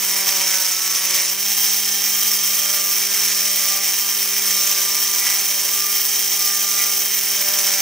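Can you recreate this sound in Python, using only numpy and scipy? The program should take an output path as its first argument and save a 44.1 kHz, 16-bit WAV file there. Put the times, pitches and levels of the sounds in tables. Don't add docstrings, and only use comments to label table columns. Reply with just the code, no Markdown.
import sys
import numpy as np
from scipy import signal
from scipy.fft import rfft, irfft, next_fast_len
from scipy.io import wavfile

SR = 44100
rng = np.random.default_rng(int(sys.argv[2]) if len(sys.argv) > 2 else 0)


def unload_wav(signal):
    wavfile.write(
        sys.argv[1],
        SR,
        np.round(np.clip(np.atleast_2d(signal).T, -1, 1) * 32767).astype(np.int16),
    )


N = 344509


def amp(db):
    return 10 ** (np.asarray(db) / 20)


def unit_rms(x):
    return x / np.sqrt(np.mean(x ** 2) + 1e-20)


def in_time(rows):
    times_s, *columns = np.transpose(rows)
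    return [np.interp(np.arange(N) / SR, times_s, column) for column in columns]


def at_hz(rows, hz):
    table_hz, values = np.transpose(rows)
    return np.interp(np.log(hz + 1), np.log(table_hz + 1), values)


def drift(corner_hz):
    hop = 20
    pole = np.exp(-2 * np.pi * corner_hz * hop / SR)
    noise = rng.standard_normal(N // hop + 4002)
    slow = signal.lfilter([1], [1, -2 * pole, pole * pole], noise)[4000:]
    return np.interp(np.arange(N) / hop, np.arange(len(slow)), unit_rms(slow))


def spells(rows, floor_db, edge_s=0.21):
    t = np.arange(N) / SR
    gain = np.full(N, amp(floor_db))
    for start_s, length_s, level_db in rows:
        inside_s = np.minimum(t - start_s, start_s + length_s - t)
        gain = np.maximum(gain, amp(level_db) * np.clip(inside_s / edge_s + 0.5, 0, 1))
    return 20 * np.log10(gain)


def stereo_gains(pan_db, lead_rad):
    left = amp(pan_db / 2) * np.exp(0.5j * lead_rad)
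    return np.array([left, 1 / left])


# (frequency [Hz], left minus right [dB])
PAN = [(100, -3), (200, -7), (600, -3.5), (3000, -1), (7500, 0), (12500, -2), (13500, -5), (15000, 1.5)]
# (frequency [Hz], left lead [rad])
LEAD = [(200, -.6), (800, -.1), (1100, .5), (1600, 0), (4800, 0), (5500, .6), (7600, 0), (8300, .8),
        (10300, 0), (12500, .2), (13700, .9), (15500, .7)]


def direct_path(hz):
    return stereo_gains(at_hz(PAN, hz), at_hz(LEAD, hz))


def tone(phase, hz, level_db):
    return np.sqrt(2) * amp(level_db) * np.real(direct_path(hz)[:, None] * np.exp(1j * phase))


# (frequency [Hz], level [dB])
MAINS = [(50, -67), (100, -71), (500, -59.5)]


def mains_hum():
    t = np.arange(N) / SR
    return sum(tone(2 * np.pi * hz * t + 0.8 * drift(6), hz, level_db + 3 * drift(8))
               for hz, level_db in MAINS)


HARMONICS = [2, 3, 4, 5, 6, 7, 14, 16]
HARMONIC_FLOORS_DB = [-49.5, -54, -54, -54, -50, -53, -52.5, -47]
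HARMONIC_SPELLS = {"2": [(0, 0.57, -45), (1.05, .15, -44), (1.5, 1, -48), (2.7, 0.76, -46.5),
                   (4.1, 1.2, -46), (5.55, 2.3, -47)], "3": [(.09, .62, -43.7), (1.04, 0.25, -43.5),
                   (2.55, 0.35, -45), (3.31, 0.6, -46), (4.43, 0.47, -48), (5.41, 0.37, -48),
                   (6.48, 0.64, -49.2), (7.31, 0.68, -43)], "4": [(.08, 0.53, -45.5), (1.42, .78, -48),
                   (3.64, 0.26, -42.5), (5.21, .28, -46), (6.02, 1.15, -48.5), (7.46, .52, -44.2)],
                   "5": [(0, 0.74, -43.5), (.91, 0.51, -48), (1.54, 0.17, -48.7), (3.81, .44, -48),
                   (4.74, 0.64, -46), (5.54, 0.16, -42), (7.46, .52, -45)], "6": [(.11, 0.48, -45.2),
                   (.76, 0.4, -43), (2.12, 0.86, -43), (3.31, .29, -43), (3.61, 0.17, -35.5),
                   (3.86, 0.31, -43), (4.41, 1, -41.5), (5.7, 0.29, -37.5), (5.5, 0.41, -45.5),
                   (6.33, 0.64, -39), (7.46, 0.24, -42.5)], "7": [(.43, 0.65, -43.5), (2.66, 0.13, -39),
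                   (4.58, 0.13, -43), (6.64, .31, -44), (7.61, .32, -43.2)], "16": [(1.45, 1.35, -38),
                   (3.15, .25, -47), (6.4, .55, -45)]}


def spindle_hum(angle, mean_hz, fundamental_db):
    waver_db, flutter_db = 0.68, 1.5
    hum = tone(angle + rng.uniform(0, 2 * np.pi), mean_hz, fundamental_db + waver_db * drift(5.1))
    for k, floor_db in zip(HARMONICS, HARMONIC_FLOORS_DB):
        level_db = spells(HARMONIC_SPELLS.get(str(k), []), floor_db) + waver_db * drift(4)
        phase = k * angle + rng.uniform(0, 2 * np.pi)
        hum += tone(phase, k * mean_hz, level_db + (k > 2) * flutter_db * drift(27))
    return hum


# (start [s], length [s], level [dB])
LOW_RASP_SPELLS = [(0, 0.32, -46), (.42, .28, -41.5), (1.4, 0.88, -46), (3.0, 0.46, -44),
                   (4.05, 0.18, -43.5), (4.74, 0.12, -42), (5.2, 0.59, -48), (6.5, .13, -39),
                   (7.3, .6, -44)]
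# (start [s], length [s], level [dB])
BITES = [(.1, 0.16, -42), (.42, 0.27, -46), (.95, 0.31, -41), (2.02, 0.11, -44), (3.45, 0.49, -43),
         (4.3, 0.27, -44), (4.75, 0.2, -47), (5.2, .16, -36), (5.85, 0.18, -45), (6.2, 0.33, -45.5),
         (6.68, .08, -46), (6.78, 0.057, -34), (6.85, .08, -44), (7.72, .2, -39.5)]


def spindle_rasp(angle, mean_hz):
    low_db = spells(LOW_RASP_SPELLS, floor_db=-51)
    high_db = spells(BITES, floor_db=-61.5, edge_s=0.048)
    return sum(tone(k * angle + 0.68 * drift(22), k * mean_hz, level_db + 1.9 * drift(14))
               for multiples, level_db in (((8, 9), low_db), ((10, 11, 12), high_db))
               for k in multiples)


MODES_HZ = [2360, 3095, 3180, 3890, 4945, 5480, 5975, 6236, 6735, 7197, 8000, 8322, 8700, 9726, 10265,
            11684]
# (width [Hz], relative gain [dB], left minus right [dB], left lead [rad])
MODE_SHAPES = [(164, -9, 1.5, .1), (70, -17.5, -19, 0.48), (80, -3, 1, 0.4), (49, -8.5, -5, .1),
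               (18, 1, -4, .2), (218, 1, -3.5, 0.66), (89, 0.5, 2, 0.39), (63, 3.5, -8, 1.16),
               (25, -2, -9, .2), (47, -5, 9, 0.92), (160, -7, 6.5, 0.88), (154, -3.5, -6, 1.1),
               (191, -18, 15, 1.1), (25, 3.5, 2.5, 1.6), (96, -8, -9, .1), (35, -8, 20, 4.3)]


def rig_response(hz):
    opposed_hz, bass_corner_hz = 10265, 690
    response = 0
    for mode_hz, (width_hz, gain_db, pan_db, lead_rad) in zip(MODES_HZ, MODE_SHAPES):
        sign = -1 if mode_hz == opposed_hz else 1
        gains = sign * amp(gain_db) * stereo_gains(pan_db, lead_rad)
        response += gains[:, None] / (1 + 2j * (hz - mode_hz) / width_hz)
    return response * hz ** 2 / (hz ** 2 + bass_corner_hz ** 2)


# (frequency [Hz], relative gain [dB])
GRIT = [(40, -49), (100, -25.5), (300, -26.5), (800, -19.5), (1700, -12), (2200, -9.5), (2900, -10.5),
        (4400, -11.5), (5700, -1.5), (7600, -14), (11000, -15), (13500, -9.5), (14500, 0), (15700, -8.5)]
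# (frequency [Hz], gain re direct [dB])
SCATTER = [(60, 0), (300, -5.5), (1000, -6), (2000, -29), (4500, -22), (6000, -8), (7600, -17), (9300, -1),
           (11500, -3), (14500, -17)]
# (frequency [Hz], width [Hz], depth [0-1])
NOTCHES = [(652, 16, 0.73), (1514, 160, 1), (2983, 65, 0.6), (4640, 220, 0.74), (5020, 290, 0.5),
           (9350, 150, 0.3)]


def grit(hz, direct, scattered):
    side = amp(at_hz(SCATTER, hz)) * scattered * [[1], [-1]]
    spectrum = amp(at_hz(GRIT, hz)) * (direct_path(hz) * direct + side)
    for notch_hz, width_hz, depth in NOTCHES:
        spectrum *= 1 - depth / (1 + 2j * (hz - notch_hz) / width_hz)
    return spectrum


def proud_grain(angle, above_hz=1860):
    passes = np.diff(np.floor(angle / (2 * np.pi)), prepend=0)
    size_db = 11.5 + 3.5 * drift(3.8) + 3.2 * rng.standard_normal(N)
    return signal.sosfilt(signal.butter(2, above_hz, "high", fs=SR, output="sos"), passes * amp(size_db))


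def grains(spread_db, strikes_per_s=9000):
    sizes = amp(spread_db * np.minimum(rng.exponential(1, N), 5))
    signs = rng.choice([-1, 1], N)
    return unit_rms(sizes * signs * (rng.random(N) < strikes_per_s / SR))


# (multiple, depth [dB], phase [rad])
TURN_PATTERN = [(1, 1.5, 0.61), (2, 0.26, 2.5), (3, 1.1, 9.9)]


def pressure(angle, surge_db=0.8):
    turn_db = sum(depth_db * np.cos(k * angle + phase) for k, depth_db, phase in TURN_PATTERN)
    return amp(turn_db + surge_db * (drift(34) + drift(170)))


# (time [s], relative level [dB], dull scrape share [dB; -9.5 is neutral])
GRIND = [(0.0, -22.5, -8.5), (0.2, -21, -9.2), (0.45, -19.5, -10.0), (0.63, -20.5, -13.5),
         (0.75, -22.2, -10.5), (1.2, -20.5, -9), (1.29, -20, -12.5), (1.33, -26.5, -9.5),
         (1.5, -21.9, -10.5), (1.68, -20, -12), (1.93, -22, -11.9), (2.45, -21.5, -10.5),
         (2.95, -21.9, -9.5), (3.3, -20.2, -10), (3.5, -20, -13), (3.68, -20, -10), (3.83, -21.5, -9),
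         (3.9, -21.5, -11), (4.1, -23.4, -9.5), (4.5, -20.5, -11), (5.15, -21.5, -11.5), (5.28, -20.5, -10),
         (5.45, -22, -10), (6.1, -22.4, -10.9), (6.72, -21, -13), (6.81, -21, -10), (6.9, -21.5, -13),
         (7.08, -24, -9.5), (7.6, -21.5, -9.5), (7.81, -20, -12.5)]


def strike_forces(angle, slowing_hz):
    level_db, scrape_db = in_time(GRIND)
    swing_db = level_db - level_db.mean()
    whine_db = 0.35 - 0.54 * swing_db - 0.23 * slowing_hz
    sizzle_db = 1.14 - 0.67 * swing_db - 0.32 * slowing_hz
    level_db += 0.5 * drift(26)
    scrape_db += 9.5 + 0.5 * drift(7.7)
    whine_db += 0.74 * drift(11)
    sizzle_db += 1.05 * drift(8.8) + 0.38 * drift(73)
    strikes = np.array([grains(3.5) + proud_grain(angle), grains(2.5), grains(1.5)])
    forces = strikes.copy()
    bands = [(2900, "low", scrape_db), ([3010, 3230], "band", whine_db), (10100, "high", sizzle_db)]
    for edge_hz, kind, gain_db in bands:
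        band = signal.sosfiltfilt(signal.butter(2, edge_hz, kind, fs=SR, output="sos"), strikes)
        forces += (amp(gain_db) - 1) * band
    return forces * amp(level_db) * pressure(angle)


def grinding(angle, slowing_hz, gain_db=10.5):
    size = next_fast_len(N + 8192)
    hz = np.arange(size // 2 + 1) * SR / size
    direct, ringing, scattered = rfft(strike_forces(angle, slowing_hz), size)
    spectrum = grit(hz, direct, scattered) + rig_response(hz) * ringing
    return amp(gain_db) * irfft(spectrum, size)[:, :N]


# (time [s], turning rate [Hz], fundamental level [dB])
SPINDLE = [(0.0, 196.8, -47), (0.5, 190.6, -50.2), (0.71, 186.6, -55), (0.95, 189.9, -52),
           (1.27, 189.6, -52.2), (1.45, 198.4, -48.4), (1.62, 199.8, -48.4), (2.2, 199.0, -48),
           (2.9, 198.0, -50), (3.4, 199.2, -47.5), (3.88, 196.3, -51.2), (4.1, 197.7, -51.4),
           (4.5, 198.7, -46.5), (4.77, 196.5, -54.5), (4.95, 198.5, -51.5), (5.5, 196.9, -52.5),
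           (6.05, 200.1, -51.5), (6.4, 200.1, -52.6), (6.62, 198.4, -51.5), (7.0, 199.7, -51),
           (7.55, 197.3, -49.5), (7.81, 194.5, -50.4)]


def scene():
    turn_hz, fundamental_db = in_time(SPINDLE)
    angle = 2 * np.pi * np.cumsum(turn_hz) / SR
    spindle = spindle_hum(angle, turn_hz.mean(), fundamental_db) + spindle_rasp(angle, turn_hz.mean())
    return spindle + grinding(angle, turn_hz.max() - turn_hz) + mains_hum()


def record(dry):
    ceiling, cutoff_hz = 1.6, 15720
    rounded = ceiling * np.tanh(dry / ceiling)
    return signal.sosfilt(signal.ellip(20, 0.3, 90, cutoff_hz, fs=SR, output="sos"), rounded)


dry = scene()
out = record(dry)
unload_wav(out)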